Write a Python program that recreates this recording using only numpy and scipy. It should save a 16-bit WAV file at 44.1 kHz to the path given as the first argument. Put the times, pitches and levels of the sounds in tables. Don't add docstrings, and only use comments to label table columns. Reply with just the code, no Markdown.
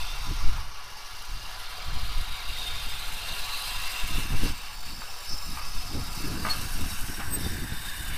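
import sys
import numpy as np
from scipy import signal
from scipy.fft import rfft, irfft, next_fast_len
from scipy.io import wavfile
from scipy.ndimage import uniform_filter1d

SR = 44100
rng = np.random.default_rng(int(sys.argv[2]) if len(sys.argv) > 2 else 0)


def store_pcm(level_fs):
    pcm = np.round(np.clip(level_fs, -1, 1) * 32767).astype(np.int16)
    wavfile.write(sys.argv[1], SR, np.atleast_2d(pcm).T)


N = 360583


# time in seconds,
# then draught and rolling, blast, leak and fine hiss, all in dB.
TRAIN_LEVELS = [(0.0, -43, -41.5, -45, -50.5), (0.3, -44, -43.5, -46, -50.5),
                (0.6, -42, -44.5, -47.5, -52.5), (1.3, -44.5, -44, -44.5, -50.5),
                (1.9, -42, -41, -46, -49.5), (2.5, -43, -39, -45.5, -47), (3.3, -42, -38, -44.5, -44),
                (3.8, -42, -37, -43, -43), (4.4, -42.5, -40.5, -45, -45), (4.9, -43, -41, -43, -46),
                (5.4, -45, -44, -44.5, -46), (5.9, -45, -44, -42.5, -46.5), (6.4, -43, -44, -44.5, -44.5),
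                (6.7, -44, -42.5, -45.5, -42), (7.2, -42.5, -45, -46, -41.5), (7.7, -43, -46, -49.5, -46.5),
                (8.05, -42.5, -46.5, -49.5, -43.5), (8.18, -39.5, -42, -49, -46)]
# time in seconds, how far the van has replaced the engine (0-1),
# centre of the leak whistle in Hz, whistle level in dB against the leak noise.
PASSING = [(0, 0, 4930, -27), (1.5, 0, 4680, -1), (2.5, 0.08, 4830, 2), (3.6, 0.21, 4670, -1),
           (4.5, 0.19, 5320, -9), (5.0, 0.15, 5260, -1), (5.15, 0.2, 5400, -5), (5.4, 0.02, 5250, 5),
           (5.55, 0.04, 5130, -1), (5.8, 0, 5100, -2), (6.1, 0.04, 5020, 2), (6.4, 0.15, 5100, -6),
           (6.8, 0.34, 5550, -3), (7.3, 0.78, 5480, -1), (8.18, 0.8, 5480, -21)]
# frequency in Hz, level in dB per Hz.
DRAUGHT_SPECTRUM = [(350, -10), (600, -8), (800, -3), (1200, -2.5), (1700, -6), (1950, -6.5), (2400, -6)]
# frequency in Hz, width in Hz, height in dB.
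CHIMNEY_MODES = [(729, 39, 6), (862, 3.9, 12), (991, 42, 8), (1128.5, 31, 9), (1255, 15, 10.5),
                 (1387, 30, 10), (1675, 43, 8.5)]
# frequency in Hz, level in dB per Hz.
ROLLING_SPECTRUM = [(260, -70), (450, -23), (492, -19), (897, -11), (1090, -7), (1280, -14), (1320, -13),
                    (1570, 3.5), (2300, -8.5), (2990, -9), (5060, -120)]
# frequency in Hz, level in dB per Hz.
BLAST_SPECTRUM = [(1700, -36), (2050, -8.5), (2500, 3), (3300, 2.5), (4200, 4.5), (4600, -2), (5200, -24)]
# frequency in Hz, width in Hz, height in dB.
NOZZLE_MODES = [(2112, 66, 13), (2280, 32, 11.5), (3190, 100, 4.5)]
# frequency in Hz, level in dB per Hz.
BLAST_BEHIND_SPECTRUM = [(1700, -24), (2050, -3.5), (2600, 0), (3050, 1), (3350, -3.5), (3800, 2),
                         (4250, -1.5), (4600, 1), (5200, -22)]
# time in seconds, then centre in Hz
# and level in dB against the broad blast noise, for the low, middle and high tone in turn.
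BLAST_TONES = [(0, 2800, -3, 3600, -4, 4150, -24), (0.4, 2814, -9.5, 3624, -7.5, 4150, -26),
               (1.2, 2786, -6, 3600, -12, 4180, -16), (1.9, 2765, -13, 3640, -7.5, 4195, -7),
               (2.3, 2777, -7, 3710, -5.5, 4110, -13), (2.75, 2760, -7, 3675, -2, 4100, -14),
               (3.0, 2794, -11, 3640, -9, 4100, -10), (3.3, 2820, -2.5, 3700, -3.5, 4120, -14),
               (3.6, 2730, -6, 3694, -11, 4074, -0.5), (3.9, 2722, -2.5, 3620, -6, 4150, -18),
               (4.4, 2710, -5, 3630, -13, 4490, -17), (4.8, 2690, -11, 3680, -12, 4600, -5),
               (5.5, 2642, -6, 3760, -11, 4670, -9), (6.2, 2667, -4.5, 3810, -8.5, 4610, -11),
               (6.8, 2725, -6, 3806, -7.5, 4650, -10), (7.3, 2740, -13, 3720, -16, 4600, -20),
               (7.46, 2744, -22, 3630, -3.5, 4530, -18), (7.9, 2840, -8, 3684, -3, 4600, -20),
               (8.18, 2870, -3, 3530, -2, 4590, -20)]
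# frequency in Hz, level in dB per Hz.
LEAK_SPECTRUM = [(3800, -66), (4300, 0.5), (4700, 7), (5500, 6), (6300, 1), (6700, -7), (7200, -38)]
# frequency in Hz, level in dB per Hz.
HISS_SPECTRUM = [(3820, -16), (6500, 3), (6760, -2.5), (7220, 4), (7730, 1.5), (8870, 5.5), (11000, 2),
                 (14300, -49), (22000, -120)]
# frequency in Hz, level in dB per Hz.
HISS_BEHIND_SPECTRUM = [(3820, -33), (6500, -32), (6790, 10), (7180, -16), (7730, 8.5), (8050, 8),
                        (11000, 6.5), (14300, -34), (22000, -120)]
# moment of the top in seconds, rise of the blast in dB, rise of the leak in dB.
PUFFS = [(1.87, -1.5, 0.5), (2.62, 2, 5.5), (2.8, 0.5, 1), (3.91, 1.5, 3), (4.2, 3.5, -0.5), (4.47, 4.5, 5),
         (4.9, 4, 2), (5.33, 1, 11.5), (5.67, 0.5, 2.5), (6.2, 2, 3.5), (6.51, 6, 1.5), (7.45, 3.5, 3),
         (7.72, 1.5, 1), (7.88, 2.5, 3.5)]
# moment in seconds, depth in dB.
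DIPS = [(1.36, 0.5), (3.16, 1.5), (4.28, 2.5), (4.8, 2.5), (4.97, 3.5), (7.27, 2.5)]
# start in seconds, peak of the blow in dB before echoes,
# level of the grit in dB, length of contact in seconds.
KNOCKS = [(5.017, -28, 20, 0.007), (5.571, -24.5, 14, 0.008), (5.588, -33, 6, .012), (5.612, -33, 2, .03),
          (6.45, -17, 2, 0.013), (6.467, -19, -1, 0.018), (6.485, -29, 24, 0.012), (7.196, -27, 16, 0.03)]
# frequency in Hz, level in dB, time to fall by 60 dB in seconds.
WHEEL_MODES = [(640, -12, .1), (880, -8, .1), (990, -11, .1), (1090, -10, .09), (1175, -4, .09),
               (1225, 0, .09), (1400, -13, .08), (1540, -6, .04), (1730, -9, .06), (1980, -7, .035),
               (2260, -8, .03), (2670, -14, .05)]
# delay in seconds, level in dB.
YARD_ECHOES = [(.021, -11), (.047, -15), (.083, -19)]
# middle in seconds, pitch there in Hz, peak in dB before flicker,
# rise in seconds, fall in seconds.
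SQUEAKS = [(6.51, 4340, -22.5, 0.012, 0.025), (7.351, 8250, -25, 0.04, 0.014),
           (7.455, 3600, -40, 0.016, 0.05)]
# frequency in Hz, level in dB per Hz.
BUFFET_SPECTRUM = [(1.2, -32), (2.0, 11.5), (18, 4), (26, -2), (124, -23), (160, -31), (210, -68),
                   (350, -120)]
# frequency in Hz, level in dB per Hz.
FLUTTER_SPECTRUM = [(60, 7.5), (110, 1.5), (200, -0.5), (320, -6.5), (500, -27.5), (800, -24)]
# frequency in Hz, level in dB per Hz.
RASP_SPECTRUM = [(200, -1.5), (300, 6), (450, 1), (650, -10.5), (900, -5.5)]
# time in seconds, buffet level in dB, flutter level in dB.
BREEZE = [(0.0, -34, -56), (0.5, -26, -59), (0.62, -28.5, -51), (0.8, -43.5, -60.5), (1.6, -38.5, -58),
          (2.4, -40.5, -61), (2.7, -33.5, -54.5), (3.9, -42, -58), (4.5, -36, -48), (4.7, -35, -52.5),
          (5.2, -42.5, -61), (5.5, -34, -54.5), (6.1, -32.5, -43.5), (6.999, -36, -52), (7.5, -34.5, -40.5),
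          (8.18, -40, -53.5)]
# middle in seconds, length in seconds, buffet level in dB, flutter level in dB.
GUSTS = [(0.3, .07, -26, -36.5), (0.471, 0.088, -21, -41.5), (1.13, 0.036, -38, -70),
         (1.343, 0.13, -29, -51.5), (1.912, 0.12, -25.5, -46.5), (2.036, 0.22, -27.5, -52),
         (2.19, 0.092, -22, -49.5), (2.318, 0.099, -30.5, -53), (2.517, 0.13, -32, -57),
         (2.703, 0.35, -42, -69), (2.874, 0.038, -29, -47), (3.107, 0.11, -33.5, -53),
         (3.311, 0.047, -50, -46.5), (3.776, 0.22, -33, -55), (4.049, 0.042, -27.5, -44),
         (4.179, 0.16, -25.5, -37), (4.34, 0.1, -22.5, -34.5), (4.457, 0.16, -22.5, -33.5),
         (4.935, 0.19, -35, -42.5), (5.318, 0.073, -30, -41), (5.508, 0.099, -37, -39),
         (5.761, 0.037, -28, -39), (5.961, 0.12, -33, -32.5), (6.25, 0.17, -37, -34.5),
         (6.388, 0.3, -52, -33.5), (6.627, 0.1, -48, -35), (6.733, .09, -25, -48),
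         (6.824, 0.11, -30, -34.5), (7.05, 0.12, -28.5, -44), (6.926, 0.046, -45, -36.5),
         (7.095, .03, -44, -35), (7.133, .03, -45, -34), (7.194, 0.034, -45, -35), (7.273, 0.068, -30, -39),
         (7.375, 0.21, -43, -34.5), (7.462, 0.035, -46, -33.5), (7.547, 0.17, -35, -35),
         (7.654, .04, -35, -40), (7.715, 0.048, -47, -35.5), (8.08, 0.21, -31.5, -44)]
# moment in seconds, depth in dB.
DROPS = [(0.64, 4), (4.525, 4.5)]

SPEED_M_PER_S, ABREAST_S, TURN_S = 3.0, 4.8, 1.6
NEAR_S, NEAR_LASTS_S, NEAR_DB, NEAR_FROM_HZ = 3.98, 0.56, -2.5, 1640
THIN_S, THIN_LASTS_S, THIN_DB = 5.13, 0.53, -5.5
BEHIND_S, BEHIND_TAKES_S = 4.4, 0.17
TONE_WIDTHS_HZ, TONE_WAVER_HZ = (190, 170, 200), 18
CORE_DB, CORE_WIDTH_HZ, CORE_WANDER_HZ = -7, 35, 60
PUFF_RISE_S, PUFF_FALL_S = 0.053, 0.055
PUFF_IN_HISS, PUFF_IN_DRAUGHT = 0.69, 0.36
RUMBLE_DB, RUMBLE_S = 3.0, .09
DIP_S = 0.063
SQUEAK_GLIDE = .09
GUST_EDGE = 2.8
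RASP_DB, RASP_FROM_DB, RASP_GROWTH = -49, -35.5, 3.35
DROP_S, RETURN_S = 0.015, 1.22
OFFSET = -.0103
CUTOFF_HZ = 15400


def train():
    low_db, blast_db, leak_db, hiss_db = levels()
    gone, whistle_hz, whistle_db = in_time(PASSING)
    engine, van = np.sqrt(1 - np.clip(gone, 0, 1)), np.sqrt(np.clip(gone, 0, 1))
    low = engine * draught() + van * noise(ROLLING_SPECTRUM)
    steam = amp(low_db) * low + amp(blast_db) * blast()
    steam = steam + amp(leak_db) * leak(whistle_hz, whistle_db)
    steam = steam + amp(hiss_db) * hiss(engine, van)
    return turbulent(steam, shared_db=2.3, own_db=1.5, slow_db=1.1)


def draught():
    t = np.arange(N) / SR
    speed = SPEED_M_PER_S * np.tanh((ABREAST_S - t) / TURN_S)
    roar = doppler(noise(DRAUGHT_SPECTRUM, CHIMNEY_MODES), speed)
    highpass = signal.butter(3, NEAR_FROM_HZ, "high", fs=SR, output="sos")
    upper = signal.sosfiltfilt(highpass, roar)
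    return roar + amp(NEAR_DB) * np.exp(-((t - NEAR_S) / NEAR_LASTS_S) ** 2) * upper


def blast():
    behind = .5 + .5 * np.tanh((np.arange(N) / SR - BEHIND_S) / BEHIND_TAKES_S)
    out = np.sqrt(1 - behind) * noise(BLAST_SPECTRUM, NOZZLE_MODES)
    out = out + np.sqrt(behind) * noise(BLAST_BEHIND_SPECTRUM)
    columns = in_time(BLAST_TONES)
    for hz, level_db, width_hz in zip(columns[::2], columns[1::2], TONE_WIDTHS_HZ):
        core_gain = amp(CORE_DB + 3.8 * drift(5.3))
        core = core_gain * whistle(hz + CORE_WANDER_HZ * drift(1.2), CORE_WIDTH_HZ)
        tone_gain = amp(level_db + 1.14 * drift(3.9))
        out = out + tone_gain * (whistle(hz + TONE_WAVER_HZ * drift(3.0), width_hz) + core)
    return rms_one(out)


def leak(whistle_hz, whistle_db):
    whistle_gain = amp(whistle_db + 2.3 * drift(25.0))
    tone = whistle_gain * whistle(whistle_hz + 35.0 * drift(9.0), 380.0)
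    return (noise(LEAK_SPECTRUM) + tone) / np.sqrt(1 + amp(2 * whistle_db))


def hiss(engine, van):
    thin = amp(THIN_DB) * np.exp(-((np.arange(N) / SR - THIN_S) / THIN_LASTS_S) ** 2)
    thin_whistle = thin * whistle(7280.0 + 60.0 * drift(3.8), 260.0) * amp(2.9 * drift(13.4))
    return engine * noise(HISS_SPECTRUM) + van * noise(HISS_BEHIND_SPECTRUM) + thin_whistle


def levels():
    low_db, blast_db, leak_db, hiss_db = in_time(TRAIN_LEVELS)
    s, *rises_db = np.transpose(PUFFS)
    puff_db, spurt_db = (spread(bumps(s, PUFF_RISE_S, PUFF_FALL_S) @ db) for db in rises_db)
    rumble_db = RUMBLE_DB * spread(bumps(np.transpose(KNOCKS)[0], 0.0073, RUMBLE_S).max(axis=1))
    dip_s, dip_db = np.transpose(DIPS)
    lost_db = spread(bumps(dip_s, DIP_S, DIP_S) @ dip_db)
    raised_db = [low_db + PUFF_IN_DRAUGHT * puff_db + rumble_db, blast_db + puff_db,
                 leak_db + spurt_db, hiss_db + PUFF_IN_HISS * puff_db]
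    return np.array(raised_db) - lost_db


def turbulent(x, shared_db, own_db, slow_db):
    size = next_fast_len(N)
    spectrum, hz = rfft(x, size), np.arange(size // 2 + 1) * SR / size
    edges = np.r_[0, np.arange(25, 105, 3.0) ** 2, SR]
    together, out = drift(57.0), 0
    for low, high in zip(edges, edges[1:]):
        band = irfft(spectrum * ((hz >= low) & (hz < high)), size)[:N]
        flicker_db = shared_db * low / 16400.0 * together + own_db * drift(22.6) + slow_db * drift(0.92)
        out = out + band * amp(flicker_db)
    return out


def doppler(x, speed):
    return np.interp(np.cumsum(1 + speed / 343) % (N - 1), np.arange(N), x)


def knocks():
    out, t = np.zeros(N), np.arange(SR // 4) / SR
    grit_band = signal.butter(3, [700, 2500], "band", fs=SR, output="sos")
    for s, peak_db, grit_db, length in KNOCKS:
        contact = rng.standard_normal(len(t)) * np.exp(-t / max(length, .001))
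        contact = contact * np.minimum(14.0 * t / length, 1)
        grit = signal.sosfilt(grit_band, contact)
        ring = 0
        for hz, level_db, t60 in WHEEL_MODES:
            ring = ring + np.sin(2 * np.pi * (hz * t + rng.random())) * amp(level_db - 60 * t / t60)
        blow = ring * (1 - np.exp(-t / 0.00026)) + amp(grit_db) * grit
        i = round(s * SR)
        out[i:i + len(t)] += amp(peak_db) * blow / np.abs(blow).max()
    return out


def squeaks():
    t, out = np.arange(N) / SR, 0
    for s, hz, peak_db, rise, fall in SQUEAKS:
        late = t - s
        swell = np.exp(-(late / np.where(t < s, rise, fall)) ** 2) * np.exp(-np.abs(late) / 0.06)
        out = out + amp(peak_db) * swell * np.sin(2 * np.pi * hz * late * (1 + SQUEAK_GLIDE * late / 2))
    return out * amp(1.5 * drift(60.0))


def yard(x):
    return x + sum(amp(db) * np.r_[np.zeros(round(s * SR)), x][:N] for s, db in YARD_ECHOES)


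def wind():
    buffet_gain, flutter_gain = gusts()
    buffet = noise(BUFFET_SPECTRUM)
    heard = signal.sosfilt(signal.butter(2, [15, 90], "band", fs=SR, output="sos"), buffet)
    strength = np.sqrt(uniform_filter1d(heard ** 2, SR // 8) + 0.35 * np.mean(heard ** 2))
    change = uniform_filter1d(np.abs(np.gradient(heard / strength)), SR // 100)
    bursts = (rms_one(change) + 0.5) * amp(1.7 * drift(17.7))
    flutter = rms_one(noise(FLUTTER_SPECTRUM) * bursts)
    rasp_gain = amp(RASP_DB) * (flutter_gain / amp(RASP_FROM_DB)) ** RASP_GROWTH
    rasp = rms_one(noise(RASP_SPECTRUM) * bursts)
    return buffet_gain * buffet / strength + flutter_gain * flutter + rasp_gain * rasp


def gusts():
    s, length, *levels_db = np.transpose(GUSTS)
    late = np.arange(0, N / SR + .01, .005)[:, None] - s
    shape = np.exp(-2 * np.abs(2 * late / length) ** GUST_EDGE)
    gains = []
    for calm_db, gust_db in zip(in_time(BREEZE), levels_db):
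        gains.append(np.sqrt(amp(2 * calm_db) + spread(shape @ amp(2 * gust_db))))
    return gains


def drops():
    s, db = np.transpose(DROPS)
    return amp(-spread(bumps(s, DROP_S, RETURN_S) @ db))


def whistle(hz, width_hz):
    turns = 2 * np.pi * np.cumsum(hz) / SR
    sos = signal.butter(2, width_hz / 2, fs=SR, output="sos")
    a, b = signal.sosfilt(sos, rng.standard_normal((2, N)))
    return rms_one(a * np.cos(turns) + b * np.sin(turns))


def noise(spectrum, peaks=()):
    size = next_fast_len(N)
    hz = np.maximum(np.arange(size // 2 + 1) * SR / size, .5)
    at, level_db = np.transpose(spectrum)
    gain = amp(np.interp(np.log(hz), np.log(at), level_db, left=-90, right=-90))
    for centre, width, peak_db in peaks:
        gain = gain * amp(peak_db / (1 + (2 * (hz - centre) / width) ** 2))
    return rms_one(irfft(rfft(rng.standard_normal(size)) * gain, size)[:N])


def drift(rate):
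    r = np.exp(-80 * np.pi * rate / SR)
    chance = rng.standard_normal(N // 40 + 2002)
    slow = signal.lfilter([1], [1, -2 * r, r * r], chance)[2000:]
    return np.interp(np.arange(N) / 40, np.arange(len(slow)), rms_one(slow))


def bumps(s, rise, fall):
    late = np.arange(0, N / SR + .01, .005)[:, None] - np.asarray(s)
    return np.where(late < 0, np.exp(-(late / rise) ** 2), np.exp(-np.abs(late) / fall))


def spread(values):
    return np.interp(np.arange(N) / SR, .005 * np.arange(len(values)), values)


def in_time(rows):
    s, *columns = np.transpose(rows)
    return [np.interp(np.arange(N) / SR, s, c) for c in columns]


def amp(db):
    return 10 ** (np.asarray(db) / 20)


def rms_one(x):
    return x / np.sqrt(np.mean(x ** 2) + 1e-20)


def scene():
    return (drops() * (train() + wind()) + yard(knocks()) + squeaks())[None]


def record(dry):
    held = np.repeat(dry[:, ::2], 2, axis=1)[:, :N] + OFFSET
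    return signal.sosfilt(signal.ellip(12, .2, 70, CUTOFF_HZ, fs=SR, output="sos"), held)


dry = scene()
out = record(dry)
store_pcm(out)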